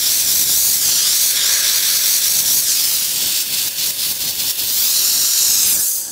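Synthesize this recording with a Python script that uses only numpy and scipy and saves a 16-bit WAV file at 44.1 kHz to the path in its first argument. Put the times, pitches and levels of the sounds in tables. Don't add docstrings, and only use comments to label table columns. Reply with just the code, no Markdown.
import sys
import numpy as np
from scipy import signal
from scipy.fft import rfft, irfft, next_fast_len
from scipy.io import wavfile
from scipy.ndimage import uniform_filter1d, map_coordinates

SR = 44100
rng = np.random.default_rng(int(sys.argv[2]) if len(sys.argv) > 2 else 0)


def log_audio(samples):
    frames = np.atleast_2d(samples).T
    limited = np.clip(frames, -1, 1)
    pcm = np.round(limited * 32767).astype(np.int16)
    wavfile.write(sys.argv[1], SR, pcm)


def boost_factor(decibels):
    exponent = np.asarray(decibels, float) / 20
    return 10 ** exponent


N = 269653
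TIME = np.arange(N) / SR
SIZE = next_fast_len(N, True)
BINS_HZ = np.fft.rfftfreq(SIZE, 1 / SR) + 1e-3

# start t/s, length t/s, dip level/dB
WAGS = [(.007, .021, 4), (0.228, 0.033, 3.5), (0.446, 0.022, 6), (0.762, 0.073, 1.5), (1.194, 0.024, 1),
        (1.323, 0.036, 2.5), (1.379, 0.026, 2.2), (1.612, 0.02, 3.7), (1.8, 0.026, 3), (1.978, 0.044, 3),
        (2.191, 0.019, 3.8), (2.316, 0.025, 1.5), (2.407, 0.047, 4.5), (2.602, 0.07, 3), (3.064, 0.15, 2),
        (3.428, 0.096, 5), (3.688, 0.089, 7), (3.912, 0.074, 7), (4.125, 0.079, 5.5), (4.225, 0.055, 2.5),
        (4.406, 0.06, 2), (4.314, 0.072, 6), (4.518, 0.064, 7), (4.61, 0.065, 1.5), (5.763, .028, 1.5),
        (6.009, 0.047, 0.5)]
# t/s, level/dB, aim at the gap [-1..1], fullness level/dB, treble beam level/dB
JET_AIM = [(0, -16, .2, -1, -0.5), (.75, -15.5, -0.14, -4.5, 1.5), (1.02, -15.5, 0.056, 2, -6.5),
           (1.28, -16.5, 0.16, -0.5, 2), (1.41, -17.5, 0.98, 5, -5), (1.72, -17, 0.75, 3, -2),
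           (2.57, -15.5, -0.25, -3, 1), (2.71, -14, 0, -4.5, -9), (2.8, -18.5, -1.1, 2.5, 1.5),
           (3.3, -19, -0.15, 3.5, -1), (4.68, -20.5, -0.61, 2.5, 4), (4.82, -19, -.7, 5.5, 7.5),
           (4.95, -16, -0.8, -0.5, -2), (5.69, -15, 0.059, -2.5, -3), (5.81, -17, 0.34, -13, -2),
           (5.87, -16.5, -0.53, -15.5, -2.5), (5.96, -20.5, -1, -13, 0.5), (6.11, -27, -0.078, -10.5, -11)]
# f/Hz, level/dB per Hz
JET_COLOUR = [(290, -29), (500, -20.5), (537, -20), (781, -25), (1100, -18), (1650, -14), (1960, -13.5),
              (3070, -7.5), (4270, -2.5), (5000, -1.5), (5780, -1.5), (7600, -2.5), (10100, -5),
              (14500, -5), (15600, -5)]
AIM_HZ = [800, 1700, 3100, 4400, 6500, 10500, 14500]
# t/s, extra delay/ms, strength [0-1]
WAND_ECHO = [(0, .18, .12), (2.6, .18, .12), (3.0, .2, .05), (4.65, .18, .06), (4.85, .17, .26),
             (5.6, .165, .22), (5.67, .08, .1), (5.7, .085, .4), (5.755, .125, .33), (5.83, .25, .22),
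             (5.9, .3, .15), (6.12, .35, .08)]
# t/s, extra delay by the tiles/ms, extra delay by a second bounce/ms, # second
HAND = [(0, .49, .86, .15, .35), (.55, .49, .86, .15, .35), (.7, .44, .87, .16, .3),
        (.9, .66, .96, .08, .2), (.98, .7, 1.0, .05, .15), (1.16, .485, .9, .14, .35),
        (1.26, .455, .88, .19, .55), (1.44, .52, .87, .19, .55), (1.56, .475, .87, .19, .55),
        (2.6, .465, .88, .2, .6), (2.68, .54, 1.1, .05, .3), (2.835, .95, 1.7, .07, .6),
        (3.28, 1.1, 2.0, .05, .9), (4.66, 1.06, 2.0, .1, .75), (4.94, .713, 1.52, .14, .4),
        (5.43, .715, 1.52, .13, .4), (5.78, .84, 1.65, .13, .3), (5.89, .63, 1.45, .08, .6)]
# extra delay/ms,
# strength [0-1]
TILE_MIRROR = [
    (.55, .36),
    (.72, .42),
    (.85, .32),
    (1.1, .19),
]
# t/s, level/dB
DRAUGHT = [(0, -46), (.25, -39.5), (.98, -41), (1.05, -49), (2.3, -44.5), (2.6, -38), (2.78, -50),
           (2.9, -43.5), (3.4, -42.5), (3.6, -41.5), (4.5, -41), (4.7, -43), (5.3, -46), (5.42, -44),
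           (5.77, -36), (5.89, -56), (6.11, -50)]
# f/Hz, level/dB per Hz
DRAUGHT_COLOUR = [(15, -43), (25, -44), (54, -2.5), (81, 1.5), (292, 0.5), (479, -4.5), (533, -4),
                  (708, -5.5), (900, -4), (1170, -12), (1980, -120)]
# f/Hz, level/dB
HUM = [(300, -61), (360, -61.5), (540, -55), (600, -62)]
# t/s, low f/Hz, high f/Hz, level/dB
SPLITS = [(.571, 11000, 12400, -32), (1.964, 5200, 6320, -29), (1.964, 13100, 14500, -30),
          (3.055, 6900, 8300, -34), (3.264, 11700, 13800, -33), (4.1, 9000, 10400, -36),
          (5.749, 14500, 15700, -30)]

WAG_FALL_S, WAG_RISE_S, WAG_SETTLE_S = 0.0039, 0.011, 0.073
REACH_LATE_S, REACH_WIDTH_S, REACH_MS, REACH_MID_DB = .03, .04, .075, 3.5
DIP_MAIN, DIP_LOW, DIP_MID, DIP_TOP, SETTLE_TOP, DIP_DRAUGHT = 1.2, .75, .75, .7, .5, 2.2
DRAUGHT_KEEPS_DB = 4
LOW_DB, LOW_GAP_DB, LOW_PER_FULL = -2, 6, 0.42
FLICKER_DB, BILLOW_DB = .8, 1.1
ECHO_TOP_HZ, ECHO_LIFT = 9000, 1.25
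ECHO_LOW_HZ, ECHO_LOW_SHARE = 3600, .45
CUPBOARD_MS, CUPBOARD_STRENGTH = 2.0, .06
ROOM_T60_S, ROOM_DB = 0.17, -12.5
GAP_HZ, GAP_WIDTH_HZ, GAP_DB, GAP_AIM_DB = 1643, 260, -46, 13.5
PORT_HZ, PORT_WIDTH_HZ, PORT_LIFT = 14300, 1900, .55
CEILING, TOP_HZ = .85, 15725


def curves(table):
    s, *columns = np.transpose(table)
    return [np.interp(TIME, s, column) for column in columns]


def unit(x):
    return x / np.sqrt(np.mean(x ** 2))


def walk(rate):
    hold = max(int(SR / rate), 2)
    levels = np.repeat(rng.standard_normal(N // hold + 1), hold)
    slewed = uniform_filter1d(uniform_filter1d(levels, hold), hold)
    return unit(slewed[:N])


def filtered(x, gain):
    return irfft(rfft(x, SIZE) * gain, SIZE)[:N]


def bands(x, colour, centres_hz):
    hz, db = np.transpose(colour)
    log_hz = np.log(BINS_HZ)
    x = unit(filtered(x, boost_factor(np.interp(log_hz, np.log(hz), db))))
    return [filtered(x, np.interp(log_hz, np.log(centres_hz), peak)) for peak in np.eye(len(centres_hz))]


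def wags():
    t = TIME[::32]
    dip = settle = reach = 0
    for s, length, db in WAGS:
        fall = .5 + .5 * np.tanh((t - s) / WAG_FALL_S)
        after = t - s - length
        rise = .5 - .5 * np.tanh(after / WAG_RISE_S)
        dip = dip - db * fall * rise
        settle = settle - db * fall * np.exp(-np.maximum(after, 0) / WAG_SETTLE_S)
        reach = reach + min(db / 5, 1) * np.exp(-.5 * ((after - REACH_LATE_S) / REACH_WIDTH_S) ** 2)
    return [np.interp(TIME, t, trace) for trace in (dip, settle, reach)]


def jet(dip, settle, reach):
    spat = rng.random(N) < 900 / SR
    droplets = spat * rng.standard_normal(N) * boost_factor(1.83 * rng.exponential(size=N))
    turbulence = rng.standard_normal(N) * boost_factor(0.99 * walk(300) + .5 * walk(40))
    steam = turbulence + boost_factor(-9.0) * unit(droplets)

    flow_db, at_gap, full_db, beam_db = curves(JET_AIM)
    low = LOW_DB + LOW_GAP_DB * np.maximum(at_gap, 0) + LOW_PER_FULL * full_db + DIP_LOW * dip
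    mid = full_db + DIP_MID * dip + REACH_MID_DB * reach
    main = DIP_MAIN * dip
    top = beam_db + DIP_TOP * dip + SETTLE_TOP * settle
    aim_db = np.array([1.26 * low, low, mid, 0.62 * mid + 0.77 * main, main, 0.18 * top + 0.57 * main, top])

    centres_hz = np.geomspace(600, 15000, num=16)
    out = 0
    for hz, band in zip(centres_hz, bands(steam, JET_COLOUR, centres_hz)):
        share = np.array([np.interp(np.log(hz), np.log(AIM_HZ), peak) for peak in np.eye(len(AIM_HZ))])
        out = out + band * boost_factor(share @ aim_db + FLICKER_DB * walk(9))
    return out * boost_factor(flow_db + 2.0)


def echo(x, ms, strength):
    return strength * map_coordinates(x, [np.arange(N) - ms * SR / 1000], order=3, mode="mirror")


def reflections(hiss, reach):
    tile_ms, bounce_ms, bounce_strength, in_step = curves(HAND)
    tile_ms = tile_ms + REACH_MS * reach
    dull = filtered(hiss, 1 / (1 + (BINS_HZ / ECHO_TOP_HZ) ** 8))
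    mirrored = dull + in_step * (hiss - dull)
    mirrored = filtered(mirrored, 1 - (1 - ECHO_LOW_SHARE) / (1 + (BINS_HZ / ECHO_LOW_HZ) ** 8))
    mirrored = ECHO_LIFT * mirrored * boost_factor(BILLOW_DB * walk(9.2))
    wand = echo(hiss, *curves(WAND_ECHO))
    tiles = echo(mirrored, tile_ms, np.interp(tile_ms, *np.transpose(TILE_MIRROR)))
    bounce = echo(mirrored, bounce_ms, bounce_strength)
    cupboard = echo(mirrored, CUPBOARD_MS, CUPBOARD_STRENGTH)
    return wand + tiles + bounce + cupboard


def room(x):
    t = TIME[:SR // 3]
    tails = rng.standard_normal((4, len(t))) * boost_factor(-60 * t / ROOM_T60_S) * (t > .004)
    wet = sum(signal.oaconvolve(x * walk(5.025), tail)[:N] for tail in tails)
    return boost_factor(ROOM_DB) * wet / np.sqrt(np.sum(tails ** 2))


def gap():
    resonance = 1 / (1 + (2 * (BINS_HZ - GAP_HZ) / GAP_WIDTH_HZ) ** 2)
    ring = filtered(rng.standard_normal(N), resonance)
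    at_gap = curves(JET_AIM)[1]
    return unit(ring) * boost_factor(GAP_DB + GAP_AIM_DB * at_gap + 1.6 * walk(12))


def draught(dip):
    parts = bands(rng.standard_normal(N), DRAUGHT_COLOUR, np.geomspace(40, 700, num=5))
    flow_db = curves(DRAUGHT)[0] + DIP_DRAUGHT * np.minimum(dip + DRAUGHT_KEEPS_DB, 0)
    buffet_db = 2.05 * walk(16)
    mean_db = flow_db.mean()
    out = 0
    for part, swing in zip(parts, np.linspace(1.5, .7, num=5)):
        lumps_db = 0.74 * walk(7.4)
        out = out + part * boost_factor(mean_db + swing * (flow_db - mean_db) + buffet_db + lumps_db)
    return out


def hum():
    out = 0
    for hz, db in HUM:
        out = out + np.sqrt(2) * boost_factor(db + 0.5 * walk(4.3)) * np.sin(2 * np.pi * hz * TIME)
    return out


def scene():
    dip, settle, reach = wags()
    hiss = jet(dip, settle, reach)
    near = hiss + reflections(hiss, reach)
    return np.tile(near + room(hiss) + gap() + draught(dip) + hum(), (2, 1))


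def band_limit(x):
    return signal.sosfilt(signal.butter(12, 17020, fs=SR, output="sos"), x)


def record(dry):
    port = 1 + PORT_LIFT / (1 + (2 * (BINS_HZ - PORT_HZ) / PORT_WIDTH_HZ) ** 2)
    rounded = CEILING * np.tanh(filtered(dry[0], port) / CEILING)
    mid = filtered(rounded, BINS_HZ < TOP_HZ)
    side = 0
    for s, low_hz, high_hz, db in SPLITS:
        window = np.clip((.022 - np.abs(TIME - s)) / 0.011, 0, 1) ** 2
        burst = rng.standard_normal(N) * window
        band = (BINS_HZ > low_hz) * (BINS_HZ < min(high_hz, TOP_HZ))
        side = side + boost_factor(db + 11.5) * filtered(burst, band)
    return band_limit(np.array([mid + side, mid - side]))


dry = scene()
out = record(dry)
log_audio(out)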